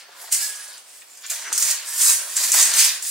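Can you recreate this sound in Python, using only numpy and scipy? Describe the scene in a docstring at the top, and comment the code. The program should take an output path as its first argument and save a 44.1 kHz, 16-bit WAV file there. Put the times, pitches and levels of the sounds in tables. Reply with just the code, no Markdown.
"""Heavy, stiff canvas is handled on a living-room floor: first a few short rubs, one a strong bright swish.
Each is a dense run of tiny slips: low rub, scrape, bright crinkle and fine fizz (coloured noise and impulses),
with sharp noise-burst snaps. An early slide squeaks thinly: a sine in spurts. From 1.5 s on come full strokes
with much harder snaps. Throughout, soft scuffs and thin whistling rubs (swells of band noise) fall between them;
the furnished room answers over faint room noise."""
import sys
import numpy as np
from scipy import signal
from scipy.fft import rfft, irfft, next_fast_len
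from scipy.io import wavfile
from scipy.ndimage import uniform_filter1d, minimum_filter1d, map_coordinates

SR = 44100
rng = np.random.default_rng(int(sys.argv[2]) if len(sys.argv) > 2 else 0)


def transcribe(u):
    """Save the signal u as a 16-bit wav file named by the first command-line argument.

    u: samples, shape (n,) or (channels, n), limited to [-1, 1]; the rate is SR.
    q: integer samples, one column per channel.
    """
    v = np.clip(np.atleast_2d(u).T, -1, 1)
    q = np.round(v * 32767).astype(np.int16)
    wavfile.write(sys.argv[1], SR, q)


N = 136710
FLUTTER_KNOTS_PER_S = 190  # shared by the grip and the squeak's shimmer
STFT_SAMPLES = 256


def amp(db):
    """Decibels to gain."""
    return 10 ** (np.asarray(db) / 20)


def unit(x):
    """Scale to rms 1."""
    return x / np.sqrt(np.mean(x ** 2) + 1e-20)


def along(points, hz):
    """Read (Hz, value) points on a log-frequency axis."""
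    point_hz, values = np.transpose(points)
    return np.interp(np.log(hz + 1), np.log(point_hz + 1), values)


def curves(rows):
    """One value per sample for each column after the time."""
    times_s, *columns = np.transpose(rows)
    return [np.interp(np.arange(N) / SR, times_s, column) for column in columns]


def wobble(knots_per_s):
    """A smooth random curve through normally distributed knots."""
    knots = rng.standard_normal(N // 20)
    return map_coordinates(knots, [np.arange(N) * knots_per_s / SR], mode="wrap")


def swell(centre_s, width_s):
    """A smooth Gaussian rise and fall."""
    return np.exp(-.5 * ((np.arange(N) / SR - centre_s) / width_s) ** 2)


def filtered(x, response):
    """Multiply the zero-padded spectrum by a complex response of frequency."""
    size = 2 * next_fast_len(N)
    spectrum = rfft(x, size) * response(np.fft.rfftfreq(size, 1 / SR))
    return irfft(spectrum, size)[..., :N]


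def coloured(x, colour):
    """Causal minimum-phase filter of unit power gain shaped by (Hz, dB) points."""
    def response(hz):
        cepstrum = irfft(np.log(unit(amp(along(colour, hz)))))
        half = len(cepstrum) // 2
        cepstrum[1:half] *= 2
        cepstrum[half + 1:] = 0
        return np.exp(rfft(cepstrum))
    return filtered(x, response)


def strokes():
    """Slips and smooth friction under an uneven grip sound in four registers."""
    # Each row: time in s, levels in dB of crinkle, scrape, fizz and low rub; one list per rub or stroke.
    short_rub_rows = [
        [(0.0, -47, -44.5, -54, -55.5), (0.072, -66, -54.5, -80, -57), (0.222, -43.5, -49, -40, -49),
         (0.305, -47.5, -47.5, -54, -59)],
        [(0.325, -18, -30, -21.5, -48.5), (0.398, -28.5, -37.5, -37, -50), (0.43, -25.5, -37.5, -27.5, -50),
         (0.53, -35.5, -44.5, -47, -51.5), (0.78, -48.5, -48, -56, -54.5)],
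        [(0.84, -54, -59.5, -64, -81), (0.96, -46, -53.5, -50.5, -65), (1.06, -53.5, -59.5, -60, -81),
         (1.215, -49, -56, -53.5, -62)],
        [(1.29, -47, -43.5, -43, -67), (1.304, -28.5, -35, -31.5, -44), (1.35, -33.5, -39, -37, -48.5),
         (1.51, -40, -42, -61, -42.5)],
    ]
    stroke_rows = [
        [(1.535, -29, -33.5, -47, -52), (1.551, -26.5, -38, -45, -45), (1.585, -23.5, -35.5, -27, -43),
         (1.715, -23, -30.5, -30.5, -42.5), (1.781, -36.5, -37, -44, -47.5), (1.84, -43.5, -40, -48, -47.5)],
        [(1.875, -33, -42.5, -37.5, -50), (1.971, -29.5, -35.5, -30, -47), (2.019, -16, -31, -23, -41.5),
         (2.107, -16, -28, -21.5, -34.5), (2.163, -25, -35.5, -32.5, -46), (2.261, -38, -42, -43, -45.5),
         (2.352, -32.5, -40, -38, -49.5)],
        [(2.372, -23.5, -31.5, -33, -42), (2.432, -23, -29.5, -26.5, -39), (2.5, -24.5, -32.5, -30, -43),
         (2.522, -27, -34, -32, -56), (2.544, -18, -24.5, -20, -39.5), (2.624, -15.5, -26, -25.5, -38),
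         (2.72, -25.5, -30, -37, -35.5)],
        [(2.76, -20, -26.5, -27, -35.5), (2.792, -14, -20.5, -19.5, -35.5), (2.86, -19.5, -23, -25, -43),
         (3.008, -42, -41.5, -52, -54), (3.026, -31, -41.5, -34, -47.5), (3.09, -26, -37, -31, -54)],
    ]
    # Register colours; each row: frequency in Hz, relative level in dB.
    crinkle = [(200, -82), (2500, -51), (4500, -7.5), (5800, -2.5), (7500, 0.5), (9000, 0), (10000, -5),
               (11200, -16), (15000, -16.5)]
    scrape = [(100, -67), (600, -32.5), (1200, -17.5), (1750, 0), (3200, 0), (4200, 2), (5100, 2),
              (6200, -5.5), (9000, -26.5)]
    fizz = [(200, -88), (7000, -47), (10000, -1.5), (14000, -6.5), (15800, -7)]
    low_rub = [(50, -75), (130, -38), (250, -17.5), (400, -5), (650, 5.5), (800, 3), (930, 7.5),
               (1250, 7.5), (1700, 12), (3000, -22)]
    smooth_db, grip_flutter_db, own_flutter_db = -3, 0.98, 0.8
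    own_knots_per_s = 44.44

    levels_db = curves([row for stroke in [*short_rub_rows, *stroke_rows] for row in stroke])
    grip_db = grip_flutter_db * wobble(FLUTTER_KNOTS_PER_S)
    out = np.zeros(N)
    for level_db, colour in zip(levels_db, (crinkle, scrape, fizz, low_rub)):
        friction = slips() + amp(smooth_db) * rng.standard_normal(N)
        flutter_db = grip_db + own_flutter_db * wobble(own_knots_per_s)
        layer = coloured(friction * amp(flutter_db), colour)
        out += amp(level_db) * bending(layer)
    return out


def slips():
    """A dense random train of tiny slips: impulses of uneven size and random sign."""
    rate_per_s, spread_db = 2400, 1
    sizes = amp(spread_db * np.clip(rng.standard_normal(N), -2, 2))
    signs = rng.choice([-1, 1], N)
    return unit(sizes * signs * (rng.random(N) < rate_per_s / SR))


def bending(x):
    """The colour drifts in patches, and one resonance follows the bend of the material."""
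    # Path of the resonance; each row: time in s, frequency in Hz.
    bend_path = [(.4, 7500), (.58, 10000), (.95, 9000), (1.15, 6840), (1.72, 6400), (1.88, 8400),
                 (2.09, 8500), (2.24, 9300), (2.38, 6900), (2.74, 6600), (2.9, 6200), (3.08, 8800)]
    bend_db, bend_octaves, patchy_db = 2.5, .16, 1

    hz, t, spectra = signal.stft(x, SR, nperseg=STFT_SAMPLES)
    patches = uniform_filter1d(rng.standard_normal(spectra.shape), 4, 0)
    patches = unit(uniform_filter1d(patches, 24, 1))
    resonance_hz = np.interp(t, *np.transpose(bend_path))
    octaves = np.log2((hz[:, None] + 1) / resonance_hz)
    gain_db = patchy_db * patches + bend_db * np.exp(-.5 * (octaves / bend_octaves) ** 2)
    return unit(signal.istft(spectra * amp(gain_db), SR, nperseg=STFT_SAMPLES)[1][:N])


def snaps():
    """Each snap of the stiff material is a bright noise burst with exponential decay."""
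    # Each row: start in s, relative level in dB (trim_db is added).
    snap_rows = [(0.5545, -22), (0.641, -26), (0.68, -28), (0.777, -31), (1.1727, -31), (1.263, -23),
                 (1.3008, -12.5), (1.312, -16), (1.5275, -5), (1.5772, -4), (1.6162, -10), (1.6244, -4),
                 (1.711, -6), (2.0127, -6), (2.0977, -3), (2.366, -5), (2.5176, -3.5), (2.5387, -6),
                 (2.626, -3.5), (2.7382, -7.5), (2.8478, -6), (3.0245, -20.5)]
    # Snap colour; each row: frequency in Hz, relative level in dB.
    snap_colour = [(120, -84), (1500, -13), (4000, -8), (6000, 6.5), (7500, 10.5), (11000, -2),
                   (15500, -17)]
    trim_db, t60_s = -7.5, 0.041

    out = np.zeros(N + SR)
    t = np.arange(SR // 10) / SR
    for start_s, level_db in snap_rows:
        envelope = amp(level_db + trim_db - 60 * t / t60_s)
        out[round(start_s * SR):][:len(t)] += envelope * rng.standard_normal(len(t))
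    return coloured(out[:N], snap_colour)


def squeak():
    """A sliding edge sticks and slips in spurts; its thin pitch starts sharp and settles."""
    # Each row: centre in s, half length in s, peak level in dB before shimmer.
    spurt_rows = [(.441, .014, -33), (.502, .017, -39), (.556, .014, -44.5), (.603, .009, -41),
                  (.668, .014, -47.5)]
    settled_hz, sharp_hz, settle_s = 1660, 30, .07
    jitter_ratio, jitter_knots_per_s, shimmer_db = 0.0022, 144, 1.5

    age_s = np.maximum(np.arange(N) / SR - spurt_rows[0][0], 0)
    hz = settled_hz + sharp_hz * np.exp(-age_s / settle_s)
    hz = hz * (1 + jitter_ratio * wobble(jitter_knots_per_s))
    phase = 2 * np.pi * np.cumsum(hz) / SR
    spurts = sum(amp(level_db) * swell(centre_s, width_s) for centre_s, width_s, level_db in spurt_rows)
    return np.sin(phase) * spurts * amp(shimmer_db * wobble(FLUTTER_KNOTS_PER_S))


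def rubs(rows, width_octaves):
    """Each rub is a short swell of friction noise in a Gaussian band around its own pitch."""
    out = np.zeros(N)
    for centre_s, width_s, centre_hz, level_db in rows:
        def band(hz):
            return np.exp(-.5 * (np.log2((hz + 1) / centre_hz) / width_octaves) ** 2)
        friction = unit(filtered(rng.standard_normal(N), band))
        out += amp(level_db) * swell(centre_s, width_s) * friction
    return out


def scuffs():
    """Hands, knees and sliding canvas scuff and bump softly: broad bands of friction."""
    # Each row: centre in s, half length in s, centre frequency in Hz, level in dB.
    scuff_rows = [(0.093, 0.0045, 640, -51.5), (0.244, 0.004, 680, -43.5), (0.281, 0.002, 1510, -39.5),
                  (0.29, 0.0032, 820, -42.5), (0.43, 0.033, 5450, -33), (1.022, 0.0043, 2160, -45.5),
                  (1.25, 0.0088, 1770, -42.5), (1.25, 0.012, 4250, -39), (1.474, 0.017, 1800, -35.5),
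                  (1.49, 0.05, 453, -54.5), (1.522, 0.003, 1360, -29.5), (2.5, 0.033, 265, -59),
                  (2.546, 0.0054, 1150, -28), (2.594, 0.016, 960, -33)]
    return rubs(scuff_rows, width_octaves=0.47)


def whistles():
    """A sliding edge whistles thinly: narrow bands of friction."""
    # Each row: centre in s, half length in s, centre frequency in Hz, level in dB.
    whistle_rows = [(.436, 0.033, 5100, -34.5), (.59, 0.09, 9750, -47.5), (1.13, 0.021, 7150, -50),
                    (1.265, 0.033, 7100, -43.5), (1.475, 0.019, 6100, -40), (2.27, 0.065, 9800, -39)]
    return rubs(whistle_rows, width_octaves=.055)


def room(x):
    """Quick reflections and a short tail, redrawn at random in overlapping pieces so no tone rings."""
    # Decay of the tail; each row: frequency in Hz, T60 in s.
    tail_t60 = [(300, 1), (3000, 0.5), (15000, 0.36)]
    tail_db, tail_rise_s = -9, 0.0061
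    walls_db, walls_decay_s, walls_density = -4, 0.016, .06
    redraw_step_s = .08

    step, size = int(redraw_step_s * SR), SR // 3
    t = np.arange(size) / SR
    x = np.pad(x, (step, 2 * step))
    fade = np.sqrt(np.hanning(2 * step))
    out = np.zeros((2, N + SR))
    for start in range(0, N + step, step):
        hz, age_s, spectra = signal.stft(rng.standard_normal((2, size)), SR, nperseg=STFT_SAMPLES)
        decay = amp(-60 * age_s / along(tail_t60, hz)[:, None])
        tail = signal.istft(spectra * decay, SR, nperseg=STFT_SAMPLES)[1][:, :size]
        tail = tail * (1 - np.exp(-t / tail_rise_s))
        hits = rng.random((2, size)) < walls_density
        walls = rng.standard_normal((2, size)) * hits * np.exp(-t / walls_decay_s)
        answer = np.zeros((2, size))
        for level_db, part in ((tail_db, tail), (walls_db, walls)):
            answer += amp(level_db) * part / np.linalg.norm(part, axis=1, keepdims=True)
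        piece = x[start:start + 2 * step] * fade
        echo = signal.fftconvolve(piece[None], answer, axes=1)
        out[:, start:start + echo.shape[1]] += echo
    return diffuse(out[:, step:step + N])


def diffuse(pair):
    """Mix two unrelated signals into a diffuse field whose left-right likeness varies with frequency."""
    # Each row: frequency in Hz, correlation of the two microphones from -1 to 1.
    likeness = [(120, 1), (300, 0.61), (1000, 0.23), (2300, 0.29), (7500, -0.58), (13000, -0.026)]

    def mid_side(hz):
        angle = np.arccos(np.clip(along(likeness, hz), -1, 1)) / 2
        return np.array([np.cos(angle), np.sin(angle)])
    mid, side = filtered(pair, mid_side)
    return np.array([mid + side, mid - side])


def room_noise():
    """Faint steady air of the room: coloured noise as a diffuse field."""
    # Each row: frequency in Hz, relative level in dB.
    air_colour = [(25, -49), (78, -1.5), (115, -9.5), (155, -3.5), (680, 13.5), (3000, 10), (15000, 3)]
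    level_db = -52
    return amp(level_db) * diffuse(coloured(rng.standard_normal((2, N)), air_colour))


def scene():
    """The handling, slightly right of centre by arrival time, in the room and its faint noise."""
    # Each row: frequency in Hz, left minus right in dB.
    side_balance = [(1000, -0.2), (3000, 0), (8000, -1.5)]
    left_lag_s = .00001
    squeak_room_db = -11  # less room on the squeak keeps its thin tone steady

    handling = strokes() + snaps() + scuffs() + whistles()
    thin_squeak = squeak()
    sides = np.array([[.5], [-.5]])
    direct = filtered(handling + thin_squeak, lambda hz: np.exp(-2j * np.pi * hz * left_lag_s * sides))
    answer = room(handling + amp(squeak_room_db) * thin_squeak)
    heard = filtered(direct + answer, lambda hz: amp(sides * along(side_balance, hz)))
    return heard + room_noise()


def record(dry):
    """A quick limiter holds the peaks near its ceiling; nothing is kept above the band limit."""
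    top_hz, ceiling = 15780, .95

    def passband(hz):
        return hz < top_hz
    x = filtered(dry, passband)
    needed = ceiling / np.maximum(np.abs(x).max(axis=0), ceiling)
    held = minimum_filter1d(needed, size=256)
    gain = uniform_filter1d(uniform_filter1d(held, size=128), size=128)
    return filtered(x * gain, passband)


dry = scene()
out = record(dry)
transcribe(out)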